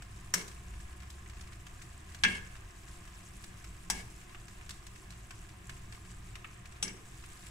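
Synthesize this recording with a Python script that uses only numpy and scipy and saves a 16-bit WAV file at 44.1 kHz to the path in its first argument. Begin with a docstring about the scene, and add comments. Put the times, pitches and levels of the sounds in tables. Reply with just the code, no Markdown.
"""Pastries simmer in a wide steel pan of syrup: foam fizzes and pops, built from ringing grains and noise.
A slotted metal spoon turns them, knocks on the pan four times and drags: damped modes, noise bursts, rasp.
A gas ring rumbles and rushes below as shaped noise; knocks, drags and pops echo in a small kitchen.
Early on, a far motor hums and gathers speed: one rising sine."""
import sys
import numpy as np
from scipy import signal
from scipy.fft import rfft, irfft
from scipy.io import wavfile

SR = 44100
rng = np.random.default_rng(int(sys.argv[2]) if len(sys.argv) > 2 else 0)


def master_out(mix):
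    """Clip the mix to full scale and print it as 16-bit PCM to the path in sys.argv[1]."""
    frames = np.transpose(np.atleast_2d(mix))
    ceiling = np.clip(frames, -1, 1)
    pcm = np.round(ceiling * 32767).astype(np.int16)
    wavfile.write(sys.argv[1], SR, pcm)


N = 330750
T = np.arange(N) / SR

# far motor tone: t/s, level/dB
MOTOR_LEVEL = [(0.35, -80), (0.56, -50), (1.35, -52), (1.7, -60), (2.35, -50), (2.9, -80)]
MOTOR_START_HZ, MOTOR_CLIMB_HZ_PER_S = 60, 9.5

# flame spectrum: f/Hz, relative density/dB
STOVE_SPECTRUM = [(20, 0.5), (32, -5.5), (48, 6), (60, -2), (128, -7), (151, -24.5), (181, -12.5),
                  (212, -22.5), (245, -22), (278, -28.5), (312, -18), (370, -19), (464, -29.5), (600, -30),
                  (900, -55)]
RUMBLE_GAIN_DB, RUSH_GAIN_DB, SWELL_DB, SWELL_KNOTS_PER_S = -50.8, -48.5, 1.4, 6

# kitchen decay: f/Hz, t60/s
ROOM_T60 = [(150, 1.5), (500, 0.52), (2000, 0.58), (6000, 0.3), (14000, 0.65)]
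# kitchen echo gain: f/Hz, level/dB
ROOM_GAIN = [(150, -25), (600, 0.5), (2000, -12), (6000, -11), (14000, -11)]

# spoon on pan: t/s, crack level/dB before low-pass, crack low-pass f/Hz, clunk f/Hz (band peaks 7 % above),
# clunk level/dB, spoon ring level/dB, pan ring level/dB, thud level/dB
KNOCKS = [(0.3385, -18.5, 12100, 1400, -29.5, -29.5, -40, -40),
          (2.2358, -18, 5230, 2950, -17.5, -33, -21.5, -38), (2.2485, -27, 5000, 1820, -19, -53, -21, -40),
          (3.8997, -20, 10200, 780, -27.5, -29.5, -36.5, -42.5),
          (6.8255, -27.5, 8600, 2750, -28, -26, -55, -39), (6.8788, -43, 6000, 4600, -38, -62, -54, -53)]
# contact noise: f/Hz, relative density/dB
CRACK_SPECTRUM = [(200, -3.5), (550, -12), (900, 0), (2300, -1), (4200, -3.5), (5800, 6), (8000, -0.5),
                  (9000, -0.5), (12000, -6.5), (15000, -4)]
# pan modes: f/Hz, relative level/dB
PAN_MODES = [(1087, -18), (1534, -11), (1628, 1), (1648, -4), (1688, -6), (1725, -6), (1800, -9),
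             (1952, -10), (2113, -7), (2246, -6), (2291, -7), (2569, -10), (2705, -6), (2746, -8),
             (2918, -14), (3054, -12), (3322, -8), (5706, -21)]
# spoon modes, damped by syrup: f/Hz, relative level/dB
SPOON_MODES = [(3311, -12), (4900, -12), (5450, -6), (5660, -2), (5841, 0), (6433, -6), (7340, -8),
               (7780, -4), (7892, -3), (8323, -8), (9493, -5), (9950, -8)]
# full pan shuddering on its grate: f/Hz, relative density/dB
GRATE_SPECTRUM = [(90, -17), (125, -10), (150, -23), (178, 7.5), (205, -5), (240, -7.5), (280, -13),
                  (340, -12), (430, -8), (520, -21), (800, -49)]
# left over right, knocks: f/Hz, level/dB
KNOCK_BALANCE = [(300, -1), (1000, -3.5), (1700, -1), (3000, 3), (5800, 2.5), (8000, 13), (9600, -8),
                 (14000, -4)]

# spoon dragging along the steel: t/s, length/s, rasp level/dB, singing level/dB
DRAGS = [(0.333, 0.105, -45.5, -44), (2.269, 0.13, -48.5, -39), (3.907, 0.13, -53, -47.5),
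         (6.834, 0.092, -52, -46)]
# rasp: f/Hz, relative density/dB
RASP_SPECTRUM = [(500, 14), (2000, -17), (4200, 2.5), (5900, -1.5), (8200, 1.5), (11000, -7.5),
                 (15000, -27)]
# pan wall singing under the spoon's edge: f/Hz, relative density/dB
SINGING_SPECTRUM = [(1400, -24), (1650, -1.5), (1900, -15), (2230, 3), (2450, -18), (2730, -7.5),
                    (3300, -12), (4000, -65)]

# biggest bubbles and wet smacks: t/s, body level/dB, spray level/dB
BIG_POPS = [(0.021, -46, -47), (0.479, -47, -41), (1.101, -53, -44), (1.410, -48, -44), (1.666, -44, -46),
            (1.819, -54, -46), (2.146, -42, -43), (2.553, -47, -52), (3.439, -47, -44), (4.346, -42, -56),
            (4.481, -50, -48), (4.692, -42, -38), (4.706, -44, -39), (4.866, -47, -44), (5.104, -49, -45),
            (5.307, -39, -44), (5.694, -37, -42), (5.923, -45, -45), (6.354, -39, -44), (6.444, -35, -56),
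            (6.655, -47, -49), (7.238, -46, -52), (7.466, -47, -50)]
# dull smack: f/Hz, relative density/dB
BODY_SPECTRUM = [(400, -24), (900, -4.5), (1700, 6), (2700, 5), (3800, -8), (8000, -97)]
# droplet spray: f/Hz, relative density/dB
SPRAY_SPECTRUM = [(1500, -22), (3600, 0), (5600, 0), (8000, -3), (10000, -10), (15000, -20)]
SMALL_POPS_PER_S, SMALL_BODY_DB, SMALL_SPRAY_DB, SMALL_SPREAD_DB = 6, -51.5, -54, 2.1

# foam: f/Hz, relative density/dB
FOAM_SPECTRUM = [(260, -33), (500, -16), (720, -1), (833, -6), (1040, 1.5), (1370, -3.5), (1660, -0.5),
                 (2700, -5), (3300, -11), (4300, -18), (7640, -14.2), (11000, -21), (15000, -28.5)]
# fizz: t/s, level/dB
FIZZ_LEVEL = [(0.0, -62.5), (0.42, -61), (1.42, -62.5), (2.6, -60.5), (6.77, -62.5), (7.5, -58)]
# resonances of the hollow above the syrup: f/Hz, width/Hz, lift/dB
HOLLOW_PEAKS = [(699, 120, 7), (1055, 36, 5.5), (1217, 38, 6), (1665, 67, 3.5), (2650, 280, 0.5),
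                (7780, 740, 3.5)]
BURBLE_DB, FOAM_SPLIT_HZ = -59.5, 3700

# left-right correlation: f/Hz, correlation/0-1
LIKENESS = [(40, .9995), (80, .998), (130, .985), (200, .85), (290, .6), (640, .1), (1400, .25),
            (3100, .05), (6000, .45), (9000, .65), (14000, .75)]
# left over right, all but the knocks' cracks, clunks and rings: f/Hz, level/dB
BALANCE = [(200, 0), (640, -.5), (1400, -1.4), (3100, .2), (6800, 1.8), (15000, -3)]
CUTOFF_HZ = 15600


def from_db(db):
    """Decibels to amplitude gain."""
    return 10 ** (np.asarray(db) / 20)


def rms_one(x):
    """Scale to rms 1."""
    return x / np.sqrt(np.mean(x ** 2) + 1e-20)


def in_time(rows):
    """Interpolate a (t/s, value) curve at every sample."""
    times_s, values = np.transpose(rows)
    return np.interp(T, times_s, values)


def at_hz(points, hz):
    """Interpolate a (f/Hz, value) table in log frequency."""
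    f, value = np.transpose(points)
    return np.interp(np.log(np.maximum(hz, 1)), np.log(f), value)


def panned(db):
    """Left and right gains, constant total power."""
    gains = from_db(np.array([[.5], [-.5]]) * db)
    return gains / np.sqrt(np.mean(gains ** 2, axis=0))


def drift(knots_per_s):
    """Slow random curve, rms 1: straight lines between Gaussian knots."""
    knots = rng.standard_normal(4096)
    return rms_one(np.interp(T * knots_per_s, np.arange(len(knots)), knots))


def coloured(pair, spectrum, balance, peaks=()):
    """Shape two unrelated signals into stereo of given spectrum, correlation and balance; rms 1."""
    hz = np.arange(N // 2 + 1) * SR / N
    mid, side = rfft(pair)
    alike = np.clip(at_hz(LIKENESS, hz), 0, 1)
    both = np.sqrt(1 + alike) * mid + np.sqrt(1 - alike) * side * [[1], [-1]]
    db = at_hz(spectrum, hz)
    for peak_hz, width_hz, lift_db in peaks:
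        db = db + lift_db / (1 + (2 * (hz - peak_hz) / width_hz) ** 2)
    return rms_one(irfft(both * from_db(db) * panned(at_hz(balance, hz)), N))


def noise(spectrum, balance, peaks=()):
    """Stereo Gaussian noise of given spectrum, rms 1."""
    return coloured(rng.standard_normal((2, N)), spectrum, balance, peaks)


def filtered(x, hz, kind, order=2):
    """Butterworth low- or high-pass."""
    sos = signal.butter(order, min(hz, SR / 2 - 1000), kind, fs=SR, output="sos")
    return signal.sosfilt(sos, x)


def decay(t, rise_s, t60_s):
    """Quick rise, exponential fall of 60 dB per t60."""
    return (1 - np.exp(-t / rise_s)) * from_db(-60 * t / t60_s)


def add(out, start_s, x):
    """Mix x into out from start_s."""
    i = round(start_s * SR)
    out[..., i:i + x.shape[-1]] += x[..., :N - i]


def ring(modes, t, rise_s, t60_s):
    """One blow: modes summed to rms 1, then decayed; phase between ears follows LIKENESS."""
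    out = 0
    for hz, db in modes:
        gain = from_db(db) * panned(at_hz(KNOCK_BALANCE, hz))
        apart = rng.choice([-1, 1]) * np.arccos(at_hz(LIKENESS, hz))
        phase = rng.uniform(0, 2 * np.pi) + np.array([[0], [apart]])
        out = out + gain * np.sin(2 * np.pi * hz * t + phase)
    return rms_one(out) * decay(t, rise_s, t60_s)


def grains(per_s, low_hz, high_hz, cycles, size_db, clump_db):
    """Random-size impulses in clumps, each ringing at one of 20 pitches, -60 dB after `cycles`; rms 1."""
    out = np.zeros((2, N))
    born = rng.random(N) < per_s * from_db(clump_db * drift(25)) / SR
    heights = from_db(size_db * np.minimum(rng.exponential(1, N), 4))
    impulses = born * heights * rng.standard_normal((2, N))
    pitches_hz = np.geomspace(low_hz, min(high_hz, SR / 2 - 1000), 20)
    dealt = rng.integers(0, len(pitches_hz), N)
    for k, hz in enumerate(pitches_hz):
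        r = np.exp(-np.log(1000) * hz / (cycles * SR))
        w = 2 * np.pi * hz / SR
        # the tiny offset avoids denormals
        own = impulses * (dealt == k) + 1e-18
        out += signal.lfilter([1 - r, 0, r - 1], [1, -2 * r * np.cos(w), r * r], own)
    return rms_one(out)


def motor():
    """Far motor: one low tone climbs evenly with its speed and swells twice."""
    hz = MOTOR_START_HZ + MOTOR_CLIMB_HZ_PER_S * (T - MOTOR_LEVEL[0][0])
    tone = rms_one(np.sin(2 * np.pi * np.cumsum(hz) / SR))
    return from_db(in_time(MOTOR_LEVEL)) * tone


def stove():
    """Gas flame: low rumble swelling by chance, steady rush above it."""
    flame = noise(STOVE_SPECTRUM, BALANCE, peaks=[(180.6, 35, 2.4), (315, 210, 1.43)])
    swell_db = SWELL_DB * drift(SWELL_KNOTS_PER_S)
    rumble = filtered(flame, 155, "low", order=4) * from_db(RUMBLE_GAIN_DB + swell_db)
    rush = filtered(flame, 135.6, "high", order=4) * from_db(RUSH_GAIN_DB)
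    return rumble + rush


def kitchen(x):
    """Diffuse echoes from hard walls: octave-band noise, each band with its own t60."""
    t, response = T[:SR * 3 // 4], 0
    for hz in 125 * 2. ** np.arange(8):
        edges_hz = hz / np.sqrt(2), min(hz * np.sqrt(2), SR / 2 - 1000)
        band = signal.butter(2, edges_hz, "band", fs=SR, output="sos")
        fall = decay(t, rise_s=0.002, t60_s=at_hz(ROOM_T60, hz))
        fall = fall / np.sqrt(np.sum(fall ** 2))
        echoes = signal.sosfilt(band, rng.standard_normal((2, len(t)))) * fall
        response = response + from_db(at_hz(ROOM_GAIN, hz)) * echoes
    return signal.fftconvolve(x, response, axes=1)[:, :N]


def drags():
    """The spoon's edge sticks and slips in a dense rasp; the pan sings with it until lift-off."""
    rasp, singing = np.zeros(N), np.zeros(N)
    for start_s, length_s, rasp_db, singing_db in DRAGS:
        progress = np.linspace(0, 1, int(length_s * SR))
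        pressure = np.interp(progress, [0, .1, .75, 1], [0, 1, .7, 0])
        add(rasp, start_s, from_db(rasp_db) * pressure)
        add(singing, start_s, from_db(singing_db) * pressure)
    slips = grains(per_s=6000, low_hz=800, high_hz=15000, cycles=3, size_db=1.8, clump_db=3)
    return rasp * coloured(slips, RASP_SPECTRUM, BALANCE) + singing * noise(SINGING_SPECTRUM, BALANCE)


def knocks():
    """Contact cracks and clunks, spoon and pan ring, the pan shudders on its grate."""
    t, out = T[:SR], np.zeros((2, N))
    dense_modes = noise(CRACK_SPECTRUM, KNOCK_BALANCE)
    shudder = noise(GRATE_SPECTRUM, BALANCE)
    contact_s = .0006
    for k, row in enumerate(KNOCKS):
        start_s, crack_db, bright_hz, clunk_hz, clunk_db, spoon_db, pan_db, thud_db = row
        own = slice(k * SR, (k + 1) * SR)
        steel = dense_modes[:, own]
        crack = filtered(steel * decay(t, contact_s, t60_s=0.056), bright_hz, "low")
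        # where the spoon lands decides which group of damped modes speaks most
        clunk = filtered(steel, clunk_hz * 1.07, "low", order=4)
        clunk = rms_one(filtered(clunk, clunk_hz / 0.93, "high", order=4))
        clunk = clunk * decay(t, contact_s, t60_s=0.034)
        thud = shudder[:, own] * decay(t, rise_s=0.018, t60_s=0.47)
        add(out, start_s, from_db(crack_db) * crack)
        add(out, start_s, from_db(clunk_db) * clunk)
        add(out, start_s, from_db(spoon_db) * ring(SPOON_MODES, t, contact_s, t60_s=0.089))
        add(out, start_s, from_db(pan_db) * ring(PAN_MODES, t, contact_s, t60_s=0.16))
        add(out, start_s, from_db(thud_db) * thud)
    return out


def small_pops():
    """Chance pops, smack and spray levels drawn apart: (t/s, body level/dB, spray level/dB)."""
    times_s = T[rng.random(N) < SMALL_POPS_PER_S / SR]
    spread = np.clip(rng.standard_normal((256, 2)), -2, 2)
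    levels_db = np.array([SMALL_BODY_DB, SMALL_SPRAY_DB]) + SMALL_SPREAD_DB * spread
    return [(s, body_db, spray_db) for s, (body_db, spray_db) in zip(times_s, levels_db)]


def pops():
    """A bubble tears open with a dull smack and a bright spray of droplets."""
    body, spray = np.zeros(N), np.zeros(N)
    burst = decay(T[:SR // 4], rise_s=.0011, t60_s=.043)
    for start_s, body_db, spray_db in list(BIG_POPS) + small_pops():
        add(body, start_s, from_db(body_db) * burst)
        add(spray, start_s, from_db(spray_db) * burst)
    smacks = body * noise(BODY_SPECTRUM, BALANCE, HOLLOW_PEAKS)
    sprays = spray * noise(SPRAY_SPECTRUM, BALANCE, HOLLOW_PEAKS)
    return smacks + sprays


def foam():
    """Larger bubbles burble, tiny ones crackle, over the noise blur of countless far ones."""
    large = grains(per_s=800, low_hz=900, high_hz=3800, cycles=15, size_db=2.0, clump_db=3)
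    tiny = grains(per_s=1400, low_hz=3500, high_hz=10500, cycles=24, size_db=2.2, clump_db=3.5)
    far = rng.standard_normal((2, N))
    large = coloured(large + 3.5 * far, FOAM_SPECTRUM, BALANCE, HOLLOW_PEAKS)
    tiny = coloured(tiny + 1.4 * far, FOAM_SPECTRUM, BALANCE, HOLLOW_PEAKS)
    burble = rms_one(filtered(large, FOAM_SPLIT_HZ, "low", order=4))
    fizz = rms_one(filtered(tiny, FOAM_SPLIT_HZ, "high", order=4))
    burble_db = BURBLE_DB + .5 * drift(9)
    fizz_db = in_time(FIZZ_LEVEL) + 1.05 * drift(36) + .5 * drift(4.2)
    return from_db(burble_db) * burble + from_db(fizz_db) * fizz


def scene():
    """Spoon and pops, direct and echoed, over boil, stove and motor."""
    spoon, popped = knocks() + drags(), pops()
    echoes = kitchen(from_db(-1) * spoon + from_db(2.5) * popped)
    return motor() + stove() + echoes + spoon + popped + foam()


def record(dry):
    """Steep elliptic low-pass at CUTOFF_HZ."""
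    return signal.sosfilt(signal.ellip(10, .1, 80, CUTOFF_HZ, fs=SR, output="sos"), dry)


dry = scene()
out = record(dry)
master_out(out)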